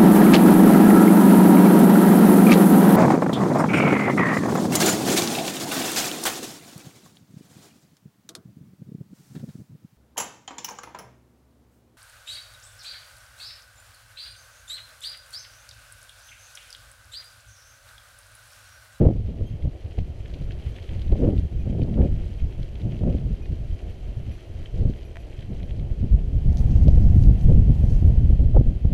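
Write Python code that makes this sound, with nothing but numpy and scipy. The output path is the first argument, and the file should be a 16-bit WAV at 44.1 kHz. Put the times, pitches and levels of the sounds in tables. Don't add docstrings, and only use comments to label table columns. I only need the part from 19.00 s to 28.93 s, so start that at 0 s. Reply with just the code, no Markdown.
import sys
import numpy as np
from scipy import signal
from scipy.fft import rfft, irfft, next_fast_len
from scipy.io import wavfile
from scipy.ndimage import uniform_filter1d, minimum_filter1d

SR = 44100
rng = np.random.default_rng(int(sys.argv[2]) if len(sys.argv) > 2 else 0)


def materialize(psi):
    bounded = np.clip(np.atleast_2d(psi).T, -1, 1)
    quanta = np.round(bounded * 32767).astype(np.int16)
    wavfile.write(sys.argv[1], SR, quanta)


N = 437913
TIME = np.arange(N) / SR

# (time [s], length [s], pitch [Hz], relative level [dB])
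SQUEAKS = [(0.444, 0.13, 3200, -67), (1.73, 0.13, 3205, -66)]
SQUEAK_PARTIALS_DB = [0.5, -8, -14, -13]
CHINKS = [(2.596, -65.5, -3), (3.035, -69, -4), (3.505, -72, 5), (4.422, -65, -4), (5.17, -77, 3),
          (5.316, -61, 0), (5.774, -76, 3), (6.051, -63, 0), (6.201, -64, 0), (6.631, -66, -1)]
# (time [s], relative level [dB])
KNOCKS = [(6.1576, -33), (6.1696, -29)]
# (frequency [Hz], relative level [dB], t60 [s])
FITTING_MODES = [(9550, -1, .014), (9850, -3, .012)]
CLIP_MODES = [(2470, 5.5, 0.13), (5820, -5, 0.15), (11120, -4, .13), (11390, -6, .09)]
FRAME_MODES = [(686, -5, 0.1), (990, -1, 0.0076), (1740, 6, 0.0051), (1930, -3, 0.014), (2300, -3, 0.011),
               (2900, -25, .01)]

# (time [s], wetness [0-1])
WETNESS = [(7.4, 0.1), (7.55, 1), (8.55, 0.8), (8.59, 0.35), (8.76, 1), (9.1, 0.78), (9.35, 0.17)]
# (time [s], half width [s], coarse drops [dB], fine droplets [dB])
SPLASHES = [(7.598, 0.025, -62, -65), (7.81, 0.19, -66, -81), (8.08, 0.078, -66.5, -74),
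            (8.232, 0.041, -62, -64), (8.31, 0.029, -69, -72), (8.44, 0.038, -64.5, -65.5),
            (8.52, 0.026, -63, -71), (8.752, 0.008, -65, -68), (8.94, 0.061, -61.5, -68),
            (9.075, .012, -68, -66)]
# (time [s], level [dB], half width [s])
SQUISHES = [(7.588, -54, 0.0098), (7.713, -57, .005), (8.235, -69, 0.0098)]
# (frequency [Hz], relative density [dB])
DROP_SPECTRUM = [(500, -30.5), (2500, -14.5), (4000, 2.5), (6500, 1), (8000, -8.5), (15000, -29.5)]
DROPLET_SPECTRUM = [(500, -42), (5000, -12), (9000, -2), (13000, -6), (15000, -14.5)]
SQUISH_SPECTRUM = [(1000, -34.5), (2500, -8), (3800, 2), (6300, 4), (8000, -20), (14000, -27)]
SLUSH_SPECTRUM = [(300, -14), (700, 4.5), (1200, -18.5), (2000, -17), (4000, -35), (14000, -44)]

# (time [s], peak level [dB], pitch [Hz])
STONES = [(0.387, -47, 2600), (0.625, -42, 2930), (0.9879, -34.5, 2900), (1.259, -37.5, 2470),
          (1.34, -40.5, 3300), (1.345, -40, 3300), (1.42, -47, 3000), (1.509, -34, 2300),
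          (1.516, -47, 2900), (1.521, -39.5, 3350), (1.665, -40, 2700), (1.764, -41, 2700),
          (1.776, -42, 2900), (1.786, -35, 2460), (1.799, -41, 2900), (1.829, -42, 3150),
          (1.842, -41, 3000), (1.877, -47, 3000), (1.892, -35, 2730), (1.995, -41, 3150),
          (2.019, -35.5, 3240), (2.026, -47, 4000), (2.081, -43, 3070), (2.121, -38.5, 3000),
          (2.380, -38, 3000), (2.391, -43, 3600), (2.819, -36.5, 2880), (2.834, -41, 3600),
          (2.942, -39, 2750), (3.019, -36.5, 2410), (3.217, -49, 3230), (3.401, -43, 2580),
          (3.525, -41.5, 2300), (3.631, -39, 3300), (3.756, -40, 3120), (3.818, -42, 3050),
          (3.924, -40.5, 2890), (3.946, -43, 2400), (4.035, -47, 2900), (4.128, -46, 3210),
          (4.185, -44, 2900), (4.458, -40.5, 2900), (5.659, -35.5, 2570), (5.937, -42, 2500),
          (6.369, -52, 2800), (6.392, -42, 2890), (6.409, -42, 3000), (6.426, -40.5, 2550),
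          (6.604, -44, 2110), (6.631, -39.5, 3150), (6.709, -36, 2720), (6.797, -41.5, 3000),
          (7.529, -42, 5200), (7.572, -31, 5100), (7.669, -46, 10500), (7.8813, -31.5, 3900),
          (7.956, -44, 5000), (8.238, -36, 4400)]
# (time [s], relative level [dB])
GRIT_LEVEL = [(0.15, -63), (0.85, -62.5), (1.85, -58), (2.6, -61), (3.7, -60), (4.5, -61), (5.4, -60),
              (6.55, -61), (7.15, -62.5), (7.8, -60.5), (8.9, -61), (9.3, -62), (9.85, -63)]
# (band bottom [Hz], band top [Hz], rate [grains/s], patchiness [dB])
GRAIN_SIZES = [(400, 1900, 1100, 2.5), (1900, 3600, 700, 4.3), (3600, 5500, 900, 3.3),
               (5500, 8500, 1200, 2.3), (8500, 15000, 1600, 1.9)]
# (frequency [Hz], relative density [dB])
DRONE_SPECTRUM = [(60, -15), (180, -11.5), (270, -2.5), (350, 2), (500, -4.5), (660, -6), (800, -14.5),
                  (1100, -27), (2000, -37), (12000, -70.5)]
GRIT_SPECTRUM = [(500, -7.5), (1100, -4.5), (1500, -3.5), (2000, -1), (2700, -0.5), (3150, -2.3),
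                 (3600, -7), (4200, -7), (5350, -13), (6200, -15), (6700, -15.5), (8500, -19),
                 (10000, -19.5), (12500, -23), (15000, -34.5)]

# (time [s], relative level [dB], half period [s], ragged edge [dB])
SLAPS = [(0.057, -7.5, 0.0084, -12), (0.0692, 3, 0.0038, -21.5), (0.089, -7.5, 0.0017, -13.5),
         (.657, -9, 0.0033, -25), (0.676, -12, 0.0034, -28), (0.9882, -9.5, 0.0055, -19),
         (2.131, -3.5, 0.009, -22.5), (2.157, -22, 0.0013, -7), (2.753, -22, 0.0023, -13),
         (2.797, -11.5, 0.0014, -27), (2.887, -17, 0.0017, -11.5), (2.98, -17, 0.0022, -6),
         (3.012, -7, 0.0028, -20), (3.045, -22, 0.0027, -7.5), (4.038, -9.5, 0.0033, -17),
         (5.898, -9.5, 0.0022, -44), (7.8732, -0.5, 0.0027, -34), (7.889, -0.5, 0.0057, -23),
         (7.981, 1, 0.0054, -31.5), (8.273, 0.5, 0.0038, -33.5), (8.312, -0.5, 0.004, -35),
         (8.841, -2, 0.0039, -31.5), (9.026, -7, 0.0025, -30), (9.182, 0, 0.0066, -42),
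         (9.333, 0.5, 0.0048, -36), (9.553, -4, 0.0051, -21.5), (9.5718, 3, 0.0079, -18.5),
         (9.612, -2.5, 0.0018, -29), (9.853, -0.5, 0.0038, -29.5)]
# (time [s], large eddies [dB])
AIRSTREAM = [(0.2, -27.5), (0.55, -29), (0.78, -38.5), (1.35, -27.5), (1.85, -33), (2.1, -19.5),
             (3.2, -27.5), (3.7, -30), (4.35, -28.5), (4.9, -32), (5.42, -29), (5.62, -31.5), (6.28, -33.5),
             (6.8, -26), (7.55, -17), (7.85, -12), (8.65, -11), (9.9, -19.5)]
# (time [s], hold [s], large eddies [dB], middle eddies [dB], small eddies [dB])
GUSTS = [(0.0, 0.085, -38, -14.5, -18), (0.121, 0.028, -25, -24.5, -32), (0.292, 0.15, -46, -29, -39.5),
         (2.128, 0.28, -37, -28, -32.5), (2.211, 0.093, -35, -25, -21), (2.681, 0.28, -36, -23.5, -32.5),
         (2.991, 0.065, -15.5, -19, -22.5), (3.098, 0.081, -23, -30.5, -70), (3.838, 0.104, -43, -25, -38),
         (4.03, 0.12, -23.5, -24.5, -29), (4.17, 0.055, -38, -28, -41), (4.25, 0.07, -27, -28.5, -42),
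         (5.751, 0.15, -20, -29.5, -37), (8.262, 0.082, -8, -18, -29.5), (8.498, 0.015, -25, -10.5, -26),
         (9.4, 0.042, -18, -39, -35), (9.55, 0.048, -8.5, -15.5, -30.5)]
# (time [s], large eddies [dB], middle eddies [dB])
PUFFS = [(0.667, -24, -20), (.86, -33, -57), (1.002, -19, -28), (1.18, -26.5, -47), (1.41, -25, -27),
         (2.39, -18.5, -27), (2.432, -19.5, -27.5), (3.439, -18.5, -35), (3.601, -22, -29),
         (4.526, -20.5, -24), (4.608, -30, -39), (4.72, -20.5, -51), (5.09, -27, -44), (5.292, -31, -29.5),
         (6.518, -40, -27.5), (6.641, -27, -26), (7.044, -19, -22), (7.145, -11.5, -36),
         (7.878, -10, -14.5), (8.58, -22, -35.5), (8.695, -9, -13), (9.101, -24, -21.5), (9.308, -15, -16),
         (9.92, -40, -22)]
# (time [s], half width [s], gain [dB])
LULLS = [(1.25, 0.016, -11), (2.49, 0.018, -19), (3.69, 0.019, -7), (4.79, 0.011, -6), (5.42, 0.041, -17),
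         (6.25, 0.046, -5.5), (8.375, 0.038, -9.5), (8.779, 0.055, -7.5), (9.38, 0.0066, -11),
         (9.79, 0.015, -7)]
# (frequency [Hz], relative density [dB])
LARGE_EDDY_SPECTRUM = [(8, -5), (25, 0.5), (60, 1.5), (100, -4), (150, -15), (250, -40.5), (800, -83),
                       (8000, -140)]
MIDDLE_EDDY_SPECTRUM = [(40, -11.5), (90, -1.5), (125, -2), (170, -5), (230, -11.5), (350, -29.5),
                        (800, -57.5), (8000, -130)]
SMALL_EDDY_SPECTRUM = [(80, -20.5), (200, 3), (280, 3.5), (400, -1.5), (530, -4), (700, -13.5),
                       (1000, -34.5), (1500, -40.5), (3000, -55), (12000, -115)]
SLAP_EDGE_SPECTRUM = [(100, -25), (280, 4), (600, 1.5), (800, -10.5), (1100, -24.5), (2000, -44.5),
                      (4000, -67.5), (12000, -115)]

# (frequency [Hz], width [Hz], level [dB])
CASE_RESONANCES = [(3150, 210, -3.5), (4120, 120, -14), (4700, 200, -14), (5900, 190, -8.5),
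                   (6160, 440, -9.5)]


def undb(db):
    return 10 ** (np.asarray(db) / 20)


def unit(x):
    return x / np.sqrt(np.mean(x ** 2))


def curve(rows):
    return np.interp(TIME, *np.transpose(rows))


def bell(at, width):
    return np.exp(-((TIME - at) / width) ** 2 / 2)


def colour(x, spectrum):
    hz, db = np.transpose(spectrum)
    size = next_fast_len(2 * N, real=True)
    freqs = np.maximum(np.arange(size // 2 + 1) * SR / size, 1)
    gain = undb(np.interp(np.log(freqs), np.log(hz), db))
    cepstrum = irfft(np.log(gain), size)
    cepstrum[1:size // 2] *= 2
    cepstrum[size // 2 + 1:] = 0
    return unit(irfft(rfft(x, size) * np.exp(rfft(cepstrum, size)), size)[:N])


def walk(rate):
    steps = rng.standard_normal(N // 10)
    return unit(np.interp(TIME * rate, np.arange(len(steps)), steps))


def flicker(depth_db, rate):
    return undb(depth_db * walk(rate))


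def even(x, seconds):
    size = int(seconds * SR)
    return x / np.sqrt(uniform_filter1d(uniform_filter1d(x ** 2, size), size) + 1e-9)


def grains(rate, spread_db):
    sizes = undb(spread_db * np.minimum(rng.exponential(size=N), 3.8))
    signs = np.sign(rng.standard_normal(N))
    return unit((rng.random(N) < rate / SR) * sizes * signs)


def ring(modes, tilt_db=0):
    t = TIME[:SR // 4]
    middle_hz = np.mean([hz for hz, _, _ in modes])
    return sum(undb(db + tilt_db * np.log2(hz / middle_hz) - 60 * t / t60) * np.sin(2 * np.pi * hz * t)
               for hz, db, t60 in modes)


def add(track, at, sound):
    start = max(int(at * SR), 0)
    track[start:start + len(sound)] += sound[:N - start]


def fittings(ticks_per_s=11):
    ticks = (rng.random(N) < ticks_per_s / SR) * rng.uniform(.5, 1, N)
    return undb(-70) * signal.fftconvolve(ticks, ring(FITTING_MODES))[:N]


def squeaks():
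    out = np.zeros(N)
    waver = 1 + .008 * walk(320)
    catching = unit(flicker(5, rate=70))
    for at, length, hz, db in SQUEAKS:
        swell = np.sin(np.pi * np.clip((TIME - at) / length, 0, 1))
        phase = 2 * np.pi * np.cumsum(hz * waver) / SR
        tone = sum(gain * np.sin(k * phase) for k, gain in enumerate(undb(SQUEAK_PARTIALS_DB), 1))
        out += undb(db) * swell * catching * tone
    return out


def chinks(bounce_s=.017, bounce_db=-5.5):
    out = np.zeros(N)
    for at, db, hardness_db in CHINKS:
        for delay, soft_db in ((0, 0), (bounce_s, bounce_db)):
            modes = [(hz * (1 + .004 * rng.standard_normal()), mode_db, t60)
                     for hz, mode_db, t60 in CLIP_MODES]
            add(out, at + delay, undb(db + soft_db) * ring(modes, hardness_db))
    return out


def knocks():
    out = np.zeros(N)
    for at, db in KNOCKS:
        add(out, at, undb(db - 8.5) * ring(FRAME_MODES))
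    return out


def mud(mist_db=-72.5):
    powers = undb(mist_db) ** 2
    for at, width, coarse_db, fine_db in SPLASHES:
        powers = powers + np.outer(undb([coarse_db, fine_db]), bell(at, width)) ** 2
    spray = np.zeros(N)
    for power, spectrum in zip(powers, (DROP_SPECTRUM, DROPLET_SPECTRUM)):
        drops = grains(rate=1300, spread_db=3.1) * flicker(2.2, rate=70)
        spray += np.sqrt(power) * colour(drops, spectrum)
    squeeze = sum(undb(db) * bell(at, width) for at, db, width in SQUISHES)
    squish = colour(grains(rate=4000, spread_db=3), SQUISH_SPECTRUM)
    slush = undb(-50.5) * colour(rng.standard_normal(N), SLUSH_SPECTRUM)
    return curve(WETNESS) * (spray + slush) + squeeze * squish


def stones(lead_in_s=0.004, decay_s=0.0044):
    out, t = np.zeros(N), np.arange(-SR // 50, SR // 40) / SR
    crack = t == 0
    for at, db, hz in STONES:
        swell = rng.standard_normal(len(t)) * np.exp(-np.abs(t) / np.where(t < 0, lead_in_s, decay_s))
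        dryness = 1 - np.interp(at, *np.transpose(WETNESS))
        band = signal.butter(3, [.62 * hz, 1.3 * hz], "band", fs=SR, output="sos")
        tick = signal.sosfilt(band, crack + dryness * undb(-21.5) * swell)
        add(out, at + t[0], undb(db) * tick / np.abs(tick).max())
    return out


def tyres():
    drone = colour(rng.standard_normal(N) * flicker(2, rate=25), DRONE_SPECTRUM)
    patches, cracks = np.tanh(walk(30)), np.zeros(N)
    for low_hz, high_hz, rate, patchy_db in GRAIN_SIZES:
        band = signal.butter(3, [low_hz, high_hz], "band", fs=SR, output="sos")
        fractures = unit(grains(rate, spread_db=4) * undb(patchy_db * patches))
        cracks += signal.sosfilt(band, fractures)
    damp = np.clip((TIME - 6.8) / 0.83, 0, 1)
    crunch = undb(-0.8 - 4.6 * damp) * even(colour(cracks, GRIT_SPECTRUM), seconds=0.77)
    sand = undb(-2 + 3.46 * damp) * colour(rng.standard_normal(N), GRIT_SPECTRUM)
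    return undb(-49) * drone + undb(curve(GRIT_LEVEL)) * (crunch + sand)


def slaps():
    out, t = np.zeros(N), TIME[:SR // 10] - 1 / 20
    ragged = colour(rng.standard_normal(N), SLAP_EDGE_SPECTRUM)
    for at, db, half, edge_db in SLAPS:
        swing = np.tanh(t / (0.36 * half)) * np.exp(-(t / (1.15 * half)) ** 2)
        add(out, at + t[0], undb(db - 3.5) * swing)
        out += undb(db - 2 + edge_db) * ragged * bell(at - half / 2, .0025 + half / 3)
    return out


def eddy_levels(reference_db=-20, attack_s=0.02, release_s=0.024, puff_s=0.018):
    flow_db = curve(AIRSTREAM)
    excess_db = flow_db - reference_db
    power = undb([flow_db, -30.5 + 1.26 * excess_db, -43 + 0.63 * excess_db]) ** 2
    for at, hold, large_db, middle_db, small_db in GUSTS:
        before = np.maximum((at - TIME) / attack_s, 0)
        after = np.maximum((TIME - at - hold) / release_s, 0)
        power += np.outer(undb([large_db, middle_db, small_db]), np.exp(-before ** 2 - after)) ** 2
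    for at, large_db, middle_db in PUFFS:
        small_db = middle_db - 15
        power += np.outer(undb([large_db, middle_db, small_db]), bell(at, puff_s)) ** 2
    lull_db = sum(db * bell(at, width) for at, width, db in LULLS)
    return np.sqrt(power) * undb(lull_db)


def wind():
    heave = colour(rng.standard_normal(N) * flicker(3.17, rate=60), LARGE_EDDY_SPECTRUM)
    heave = even(heave, seconds=0.099)
    swirl = colour(rng.standard_normal(N) * flicker(4.9, rate=50), MIDDLE_EDDY_SPECTRUM)
    swirl = even(swirl, seconds=0.023)
    crests = np.abs(signal.hilbert(heave + swirl)) ** 0.48
    flutter = colour(rng.standard_normal(N) * crests * flicker(3, rate=110), SMALL_EDDY_SPECTRUM)
    flutter = even(flutter, seconds=0.045)
    large, middle, small = eddy_levels()
    shedding = undb(-0.5) * small ** 2 / (small + undb(-58.5))
    unsteady = even(flicker(2.6, rate=24), seconds=0.2)
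    slapping = sum(bell(at, 2 * half) for at, _, half, _ in SLAPS)
    pushed_aside = np.clip(0.49 * slapping, 0, .8)
    return (1 - pushed_aside) * unsteady * (heave * large + swirl * middle + flutter * shedding)


def scene():
    return (wind() + slaps() + tyres() + stones() + knocks() + chinks() + fittings()
            + squeaks() + mud())[None]


def record(dry, threshold=.8, top_hz=15300):
    cased = dry + sum(undb(db) * signal.lfilter(*signal.iirpeak(hz, hz / width, fs=SR), dry)
                      for hz, width, db in CASE_RESONANCES)
    window = SR // 100
    needed_gain = np.minimum(1, threshold / (np.abs(cased) + 1e-9))
    gain = uniform_filter1d(minimum_filter1d(needed_gain, window), window)
    lowpass = signal.ellip(8, .2, 70, top_hz, fs=SR, output="sos")
    return signal.sosfilt(lowpass, cased * gain)


dry = scene()
out = record(dry)
materialize(out)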